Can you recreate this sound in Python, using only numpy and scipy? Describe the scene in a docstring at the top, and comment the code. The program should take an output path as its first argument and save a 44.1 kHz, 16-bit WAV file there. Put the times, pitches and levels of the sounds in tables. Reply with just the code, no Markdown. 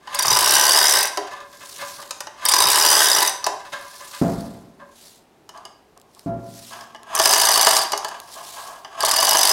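"""Two hand chain hoists lift a heavy iron casting in a block-walled machine shop.
First one hoist is pulled twice: the brake pawl clicks over its ratchet, links clink on the hand wheel
and the gear housing clatters. Between pulls the slack chain swings and knocks, and a sleeve rustles.
Near 4 s and 6 s the hanging load shifts, and the blow sets the frame booming in its normal modes.
From 7 s the second hoist is pulled twice, at a slower tooth rate."""
import sys
import numpy as np
from scipy import signal
from scipy.fft import rfft, irfft
from scipy.io import wavfile
from scipy.ndimage import uniform_filter1d, map_coordinates

SR = 44100
rng = np.random.default_rng(int(sys.argv[2]) if len(sys.argv) > 2 else 0)


def write(x):
    x = np.atleast_2d(x).T
    wavfile.write(sys.argv[1], SR, np.round(np.clip(x, -1, 1) * 32767).astype(np.int16))


N = 419832
TIME = np.arange(N) / SR
AT_FIRST_HOIST = TIME < 5.45


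def amp(db):
    """Level is logarithmic: 20 dB is a factor of ten in amplitude."""
    return 10 ** (np.asarray(db) / 20)


def noise():
    """White noise: independent samples give a flat spectrum of unit power."""
    return rng.standard_normal(N)


def wander(per_s):
    """Random modulation: straight lines join per_s Gaussian values a second."""
    return np.interp(TIME * per_s, np.arange(N), noise())


def convolve(x, response):
    """Convolution with an impulse response scaled to unit energy."""
    return signal.fftconvolve(x, response / np.sqrt(np.sum(response ** 2)))[:N]


def colour(x, points, size=2048):
    """Minimum-phase filtering through points of (frequency [Hz], relative level [dB])."""
    hz, db = np.transpose(points)
    grid = np.maximum(np.arange(size // 2 + 1) * SR / size, 1)
    gain = amp(np.interp(np.log(grid), np.log(hz), db))
    cepstrum = irfft(np.log(gain))
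    cepstrum[1:size // 2] *= 2
    cepstrum[size // 2 + 1:] = 0
    return convolve(x, irfft(np.exp(rfft(cepstrum))))


def resonate(x, modes):
    """Modal superposition: each mode is a damped sine, and a wider band decays sooner."""
    t = TIME[:SR // 2]
    rings = [(-1) ** k * amp(db) * np.sqrt(width)
             * np.exp(-np.pi * width * t) * np.sin(2 * np.pi * hz * t)
             for k, (hz, width, db) in enumerate(modes)]
    return convolve(x, sum(rings))


def envelope(times, db, fade_s, rise_s):
    """Incoherent addition: contacts swell and die away, and their powers sum."""
    hits = np.zeros(N)
    np.add.at(hits, np.clip(np.asarray(times) * SR, 0, N - 1).astype(int), amp(db) ** 2)
    t = TIME[:SR]
    shape = (1 - np.exp(-t / rise_s)) * np.exp(-t / fade_s)
    power = signal.fftconvolve(hits, (shape / shape.max()) ** 2)[:N]
    return np.sqrt(np.maximum(power, 0))


def shop_air():
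    """Stationary noise: the quiet air of the shop, strongest at low frequencies."""
    # (frequency [Hz], level [dB])
    spectrum = [(15, -53), (25, -8), (333, -2.5), (382, 2), (500, -5.5), (749, -3.5), (1180, -12),
                (1280, -13.5), (2390, -18), (6140, -25), (13400, -31), (15800, -35.5)]
    return amp(-56) * colour(noise(), spectrum)


def room(x, low_t60, high_t60, low_db, high_db):
    """Reverberation: the block walls return a diffuse field whose treble decays sooner."""
    t = TIME[:SR]
    low_band = signal.butter(2, 2500, fs=SR, output="sos")
    high_band = signal.butter(1, [2500, 9000], "bandpass", fs=SR, output="sos")
    tail = sum(signal.sosfilt(band, rng.standard_normal(SR)) * amp(db - 60 * t / t60) / np.sqrt(t60)
               for band, db, t60 in ((low_band, low_db, low_t60), (high_band, high_db, high_t60)))
    tail *= (1 - np.exp(-t / 0.0009)) * np.sqrt(2 * np.log(1000) / SR)
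    return x + signal.fftconvolve(x, tail)[:N]


# The body leans into the chain: (time [s], level [dB])
HEAVES = [(.25, -39.5), (1.822, -59), (2.58, -46)]
def heaves():
    """Soft impact: the moving body makes muffled bumps with little but bass."""
    bumps = noise() * envelope(*np.transpose(HEAVES), fade_s=0.1, rise_s=0.045)
    return colour(bumps, [(25, -15.5), (90, 2.0), (170, 2.0), (280, -15.5), (2000, -60)])


# Spectrum of rubbing cloth: (frequency [Hz], level [dB])
CLOTH = [(60, -52), (300, -15.5), (1000, -9.5), (2500, -7.5), (4500, -0.5), (6500, -3.5), (9000, -4),
         (12000, -7.5), (15800, -15)]
# The arm reaches up: (centre time [s], half length [s], level [dB])
REACHES = [(1.85, 0.26, -48), (4.13, 0.34, -50), (5.06, 0.12, -56.5), (6.21, 0.086, -63.5),
           (6.658, 0.17, -52.5), (8.34, 0.014, -48), (8.51, 0.23, -47.5)]
# Small dry ticks: (time [s], level [dB])
TICKS = [(1.336, -40), (5.976, -40.5), (5.999, -43), (6.015, -41), (6.149, -42), (6.194, -34), (7.032, -36),
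         (8.089, -27), (8.201, -26)]
def sleeve():
    """Stick-slip friction: cloth catches unevenly, and a drifting comb filter colours it as it folds."""
    slide = sum(amp(db) * np.exp(-((TIME - middle) / half) ** 2) for middle, half, db in REACHES)
    rub = noise() * slide * amp(7.6 + 2.6 * wander(220) + 0.43 * wander(6))
    fold_lag = .0002 * np.exp(0.33 * wander(16))
    rub += 0.22 * map_coordinates(rub, [(TIME - fold_lag) * SR], order=3)
    ticks = noise() * envelope(*np.transpose(TICKS), fade_s=0.00091, rise_s=.0001)
    low_cut = signal.butter(2, 500, "highpass", fs=SR, output="sos")
    return signal.sosfilt(low_cut, colour(rub + ticks, CLOTH))


# The load shifts: (time [s], thud level [dB], ring level [dB])
BOOMS = [(4.215, -6.5, -19.5), (6.261, -18, -20)]
# Spectrum of the rumble: (frequency [Hz], level [dB])
RUMBLE = [(25, -34.5), (60, -6.5), (110, -10), (175, 1), (280, -2), (420, -11.5), (600, -11), (900, -17.5),
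          (1600, -29), (3000, -45), (15000, -65)]
# Low modes driven by the blow: (frequency [Hz], level [dB], decay time [s])
BLOW_MODES = [(193.5, -4.5, 0.021), (168, -10, 0.09), (278, -5.5, 0.01), (280, -20, 0.14)]
# Modes of the loaded frame: (frequency [Hz], level [dB], time to fall 60 dB [s])
FRAME_MODES = [(116, -8.5, 0.9), (233, -22.5, 2.4), (374, -14.5, 0.86), (565, -16, 1.0), (870, -21.5, 0.37),
               (1010, -28.5, 1.5), (1120, -32, 0.65), (1385, -24, 0.94), (1745, -36, 0.35)]
TWIN_HZ = (674.5, 681.7)
def load_booms():
    """Free vibration: after a dull blow the frame rumbles and rings, and two close modes beat."""
    times, thud_db, _ = np.transpose(BOOMS)
    out = colour(noise() * envelope(times, thud_db - 12, fade_s=0.13, rise_s=0.002), RUMBLE)
    low_cut = signal.butter(2, 120, "highpass", fs=SR, output="sos")
    for start, blow_db, ring_db in BOOMS:
        i = int(start * SR)
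        t = TIME[:min(2 * SR, N - i)]
        blow = sum(amp(blow_db + db) * np.exp(-t / fade) * np.sin(2 * np.pi * hz * t)
                   for hz, db, fade in BLOW_MODES)
        blow = signal.sosfilt(low_cut, blow)  # a slim frame radiates little deep bass
        ring = sum(amp(ring_db + db - 60 * t / t60) * np.sin(2 * np.pi * hz * t)
                   for hz, db, t60 in FRAME_MODES)
        lower, upper = (np.sin(2 * np.pi * hz * t) for hz in TWIN_HZ)
        beating = amp(ring_db - 6.5 - 60 * t / 0.78) * (lower - 1.27 * upper)  # starts in antiphase
        out[i:i + len(t)] += blow + beating + ring * (1 - np.exp(-t / .015))
    return out


def loose_touches(drag_db=-29, drag_rise_s=0.038, drag_fade_s=0.11,
                  swing_db=-34, swing_fade_s=0.52, touches_per_s=13):
    """Damped swinging: the envelope of a chain that drags taut, then, let go, touches ever more softly."""
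    starts, ends = np.transpose(PULLS_A + PULLS_B)[:2]
    drag = sum(np.exp(-np.maximum((s - TIME) / drag_rise_s, (TIME - s) / drag_fade_s)) for s in starts)
    chance = rng.random((len(ends), 18, 2))
    after = (np.arange(chance.shape[1]) + chance[..., 0]) / touches_per_s
    db = swing_db + 20 * np.log10(np.exp(-after / swing_fade_s)) + 8 * (chance[..., 1] - .5)
    swing = envelope((ends[:, None] + after).ravel(), db.ravel(), fade_s=0.024, rise_s=0.0022)
    return np.hypot(amp(drag_db) * drag, swing)


# The chain brushes the casting: (time [s], level [dB], decay time [s], relative treble level [dB])
BRUSHES = [(.075, -70, 0.037, -10), (1.309, -30, 0.038, -3), (1.788, -31.5, .03, -0.5),
           (1.816, -23.5, 0.015, -4), (1.987, -22, 0.0075, -21), (3.726, -21, 0.027, -3),
           (3.998, -34, 0.034, -2), (4.133, -39, 0.023, 8.5), (4.795, -33.5, 0.026, -15),
           (5.541, -41.5, 0.059, -5), (5.965, -44.5, 0.011, -23), (6.164, -47, 0.0082, -24),
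           (6.71, -40, 0.095, 2.5), (8.351, -39.5, 0.075, -15), (8.563, -36, 0.073, -3),
           (8.68, -46.5, 0.09, -6)]
# Modes at the two ends of the casting: (frequency [Hz], bandwidth [Hz], level [dB])
CASTING_A = [(569, 6.4, -5.5), (790, 440, -8), (1009, 22, 0.5), (1051, 60, -2), (1192, 25, -6.5),
             (1380, 300, -10), (1610, 22, -5.5), (1726, 20, -8.5), (2140, 110, -10.5), (2530, 170, -11),
             (3700, 1200, -5.5)]
CASTING_B = [(677, 71, 2.5), (746, 280, 3.5), (932, 140, 1.5), (1065, 88, 2.5), (1275, 260, -4.5),
             (1630, 63, -5.5), (3100, 610, -7.5)]
def slack_chain():
    """Random excitation: many links touch the iron in quick succession and drive its modes."""
    brush, t = np.zeros((2, N + SR)), TIME[:SR // 2]  # rows: bass, treble
    for start, db, fade, treble_db in BRUSHES:
        i = int(start * SR)
        brush[:, i:i + len(t)] += amp([[db], [db + treble_db]]) * np.exp(-t / fade)
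    touch = np.hypot(uniform_filter1d(brush[:, :N], size=600), loose_touches())
    touch *= amp(2.2 * wander(130) + 0.6)  # link after link, never evenly
    force = sum(signal.sosfilt(signal.butter(3, 1400, band, fs=SR, output="sos"), noise() * strength)
                for band, strength in zip(("lowpass", "highpass"), touch))
    iron = resonate(force * AT_FIRST_HOIST, CASTING_A)
    iron += amp(2.5) * resonate(force * ~AT_FIRST_HOIST, CASTING_B)
    link_scrape = amp(-11.5) * colour(noise() * touch[1], CLACK)
    return iron + link_scrape


# Spectrum of a link striking metal: (frequency [Hz], level [dB])
CLACK = [(100, -30), (600, -10), (1100, 5.5), (1700, -12.5), (2400, -9.5), (3000, -10), (3400, -15),
         (3950, -2.5), (4400, -3.5), (5000, 2.5), (5700, -6.5), (6450, 2.5), (7400, -5), (11000, -7.5),
         (15800, -22)]
# Chain hits wheel and hook: (time [s], clack level [dB], housing level [dB], link level [dB])
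KNOCKS = [(0.073, -39, -29, -37), (.281, -15, -30, -10.5), (1.173, -18, -18.5, -22), (2.025, -32, -30, -48),
          (2.108, -15.5, -27, -46), (2.205, -18, -26, -35), (2.27, -34.5, -28, -33), (2.537, -6, -27, -10),
          (3.442, -17, -25.5, -16.5), (3.465, -10.5, -13.5, -22), (5.491, -32, -35, -41),
          (5.575, -38, -44, -46), (5.652, -31.5, -31.5, -35), (6.809, -34, -33, -39),
          (6.947, -44, -29.5, -55), (6.961, -48, -44, -45), (7.198, -6, -8, -13), (7.256, -1.5, -11.5, -25),
          (7.335, -2, -15.5, -18), (7.669, -2, -7.5, -32), (7.766, -2.5, -20, -15), (7.92, -13, -23, -25),
          (7.932, -25, -14, -18.5), (7.976, -15.5, -47, -46), (8.046, -17.5, -19.5, -24),
          (8.083, -25, -34, -44), (8.847, -43, -26.5, -38), (9.033, -32, -12, -29),
          (9.084, -33.5, -27, -30), (9.338, -18, -24, -22)]
def knocks():
    """Impact excitation: a brief contact gives a broadband clack and rings the housing and the link."""
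    times, clack_db, housing_db, link_db = np.transpose(KNOCKS)
    clack = colour(noise() * envelope(times, clack_db - 4.5, fade_s=0.0038, rise_s=0.00022), CLACK)
    force = envelope(times, housing_db, fade_s=0.0059, rise_s=0.00021)
    ring = resonate(noise() * force * AT_FIRST_HOIST, HOUSING_A)
    ring += resonate(noise() * force * ~AT_FIRST_HOIST, HOUSING_B)
    clatter = colour(noise() * force, CLATTER)
    return clack + amp(-2) * ring + amp(-5.5) * clatter + clinks(times, link_db + 1.5, LINKS_A)


# The brake catches after a pull: (time [s], level [dB])
CATCHES = [(1.171, -24.5), (3.465, -23.5), (7.923, -28.5)]
# Modes of the brake: (frequency [Hz], bandwidth [Hz], level [dB])
BRAKE_MODES = [(322, 50, -9), (408, 22, -5.5), (558, 57, -4.5), (655, 130, 2), (764, 59, -1)]
def brake():
    """Transient response: the brake takes the load, and its low, damped modes clunk."""
    force = noise() * envelope(*np.transpose(CATCHES), fade_s=0.019, rise_s=0.0033)
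    return resonate(force, BRAKE_MODES)


# Modes of each hoist's chain links: (frequency [Hz], bandwidth [Hz], level [dB])
LINKS_A = [(4690, 92, 0.5), (5005, 130, 2.5), (5005, 170, 7.5), (5850, 190, 10)]
LINKS_B = [(4680, 210, 6), (4870, 51, -4.5), (5090, 110, -0.5), (6060, 197, 6.5)]
def clinks(times, db, modes, spread=0.082):
    """Natural frequencies: each contact rings three random modes, detuned as no two links are alike."""
    out, t = np.zeros(N + SR), TIME[:SR // 20]
    for start, size, chance in zip(times, amp(db), rng.random((len(times), 3, 2))):
        i = int(max(start, 0) * SR)
        for pick, detune in chance:
            hz, width, mode_db = modes[int(pick * len(modes))]
            shape = (1 - np.exp(-t / 0.0015)) * np.exp(-np.pi * width * t)
            tone = np.sin(2 * np.pi * hz * (1 + spread * (detune - .5)) * t)
            out[i:i + len(t)] += size * amp(mode_db) * shape * tone
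    return out[:N]


# Modes of each gear housing: (frequency [Hz], bandwidth [Hz], level [dB])
HOUSING_A = [(399, 44, -15.5), (591, 65, -5), (644, 64, -6.5), (780, 22, -5), (989.5, 35, 0.5),
             (1068, 43, -3), (1200, 78, -12), (1560, 97, -3), (1875, 130, -5.5), (2906, 140, -5),
             (3140, 88, -9.5), (3810, 88, -9)]
HOUSING_B = [(422, 30, -17.5), (631, 66, -5), (666, 29, -6), (745, 50, -5), (799, 49, -5), (963, 44, -2),
             (1130, 218, 0), (1230, 87, -6), (1612, 70, -9.5), (1760, 29, -12), (2915, 105, -6),
             (3400, 360, -11.5)]
# Spectrum of the housing's clatter: (frequency [Hz], level [dB])
CLATTER = [(30, -25.5), (80, -22.5), (160, -14), (240, -24), (340, 0), (500, -5.5), (900, 11.5), (1400, -4),
           (2000, 1.5), (2600, -17), (5000, -9.5), (15000, -36.5)]
def gears(drops, lag, db, scatter_db, modes, ring_db, clatter_db):
    """Forced vibration: gears strike at each tooth and loosely between teeth, driving the housing."""
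    between = envelope(drops + lag, db + scatter_db, fade_s=0.0078, rise_s=0.00034)
    on_tooth = envelope(drops, db - 6.2, fade_s=0.012, rise_s=0.00026)
    force = np.hypot(between, on_tooth)
    ring = resonate(noise() * force, modes)
    return amp(ring_db) * ring + amp(clatter_db) * colour(noise() * force, CLATTER)


# Spectrum of each pawl's click: (frequency [Hz], level [dB])
PAWL_A = [(300, -34.5), (1500, -14), (2400, -8.5), (3800, 0), (4400, -9), (5500, -6), (7100, -3.5),
          (8000, -0.5), (9400, 0.5), (10800, -3), (12200, -2), (13500, -13), (15800, -10)]
PAWL_B = [(300, -60), (1500, -3.5), (2400, -10), (3800, -2), (4400, -5.5), (6000, -5), (7100, -3),
          (8300, 0), (9400, -0.5), (10500, -2), (12000, -2), (13500, -13), (15800, -10.5)]
def pawl(drops, lag, snap_db, bounce_db, spectrum):
    """Impact and rebound: the pawl snaps onto each tooth and bounces once."""
    snap = envelope(drops, snap_db, fade_s=.0046, rise_s=.0009)
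    bounce = envelope(drops + lag, bounce_db, fade_s=.0035, rise_s=.0007)
    return colour(noise() * np.hypot(snap, bounce), spectrum)


def ratchet(pull, end_speed_ratio=.45, jerk_s=0.062, ease_s=0.028):
    """Tooth-passing rate: its integral over a pull gives drop times, with periods and effort levels."""
    start, end, first_rate, top_rate, speed_up, slow_down, jerk_db, closing_db = pull
    t = np.arange(start, end, 1 / SR)
    run_up = np.sin(np.pi / 2 * np.minimum((t - start) / speed_up, 1))
    rate = first_rate + (top_rate - first_rate) * run_up
    rate *= np.interp(t, [end - slow_down, end], [1, end_speed_ratio])
    teeth = np.cumsum(rate) / SR
    drops = np.interp(np.arange(teeth[-1]), teeth, t)
    effort_db = jerk_db * np.exp((start - drops) / jerk_s) + closing_db * np.exp((drops - end) / ease_s)
    return drops, 1 / np.interp(drops, t, rate), effort_db


def arm_echo(x, high_lag_s=.00089, low_lag_s=.00046, share=.28):
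    """Comb filtering: the path by way of the pulling arm shortens as it falls, so the notches rise."""
    turns = np.array(PULLS_A)[:, :2].ravel()
    lag = np.interp(TIME, turns, [high_lag_s, low_lag_s] * len(PULLS_A))
    reflection = map_coordinates(x, [(TIME - lag) * SR], order=3)
    return (x + share * reflection) / np.hypot(1, share)


# Pulls on each hoist: (start [s], end [s], first rate [teeth/s], top rate [teeth/s],
# speed-up [s], slow-down [s], opening level [dB], closing level [dB])
PULLS_A = [(.146, 1.07, 20.35, 74.15, .587, .17, -5.5, -8), (2.452, 3.29, 25.17, 77.65, .409, .265, .8, -3)]
PULLS_B = [(7.15, 7.83, 17.5, 56.3, .138, .2, -3, -11), (9.005, 9.8, 19.05, 49.1, .266, .15, -3, -6)]
def hoist(pulls, pawl_spectrum, housing_modes, link_modes,
          pawl_db, link_db, ring_db, clatter_db, scatter_db, bounce_db):
    """Quasi-periodic impacts: pawl, links and gears strike with each tooth, as hard as the hand pulls."""
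    drops, period, effort_db = np.hstack([ratchet(pull) for pull in pulls])
    scatter = np.sqrt(3) * rng.uniform(-1, 1, (len(drops), 5)).T  # unit variance
    lag = rng.random((len(drops), 4)).T * period
    clicks = pawl(drops, lag[0], effort_db + scatter_db * scatter[0],
                  effort_db + bounce_db + 2.2 * scatter[1], pawl_spectrum)
    # one link seats in the wheel just after the tooth, while another leaves it
    seating = clinks(drops + .25 * lag[2], effort_db + link_db + 1.2 * scatter[3], link_modes)
    leaving = clinks(drops + lag[3], effort_db + link_db - 5 + 1.7 * scatter[4], link_modes)
    gear_db = effort_db + 0.5 * np.log2(np.median(period) / period)  # faster gears strike harder
    housing = gears(drops, lag[1], gear_db, 2.9 * scatter[2], housing_modes, ring_db, clatter_db)
    return amp(pawl_db) * clicks + seating + leaving + housing


def scene():
    """Superposition: hoists and chain reverberate, while load, body, sleeve and air add directly."""
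    first = hoist(PULLS_A, PAWL_A, HOUSING_A, LINKS_A, pawl_db=-15.5, link_db=-12.0,
                  ring_db=-21.0, clatter_db=-22.5, scatter_db=2.5, bounce_db=-3.0)
    second = hoist(PULLS_B, PAWL_B, HOUSING_B, LINKS_B, pawl_db=-15.0, link_db=-9.0,
                   ring_db=-20.0, clatter_db=-24, scatter_db=2.0, bounce_db=-2.5)
    metal = arm_echo(first) + second + knocks() + brake() + slack_chain()
    metal = room(metal, low_t60=0.52, high_t60=0.41, low_db=-2, high_db=-4.5)
    return (metal + shop_air() + load_booms() + heaves() + sleeve())[None]


def record(dry):
    """Clipping and band limiting: peaks stop at full scale, and treble above 15.9 kHz is cut."""
    top_cut = signal.ellip(10, .2, 60, 15900, fs=SR, output="sos")
    return signal.sosfilt(top_cut, np.clip(dry, -1, 1))


dry = scene()
out = record(dry)
write(out)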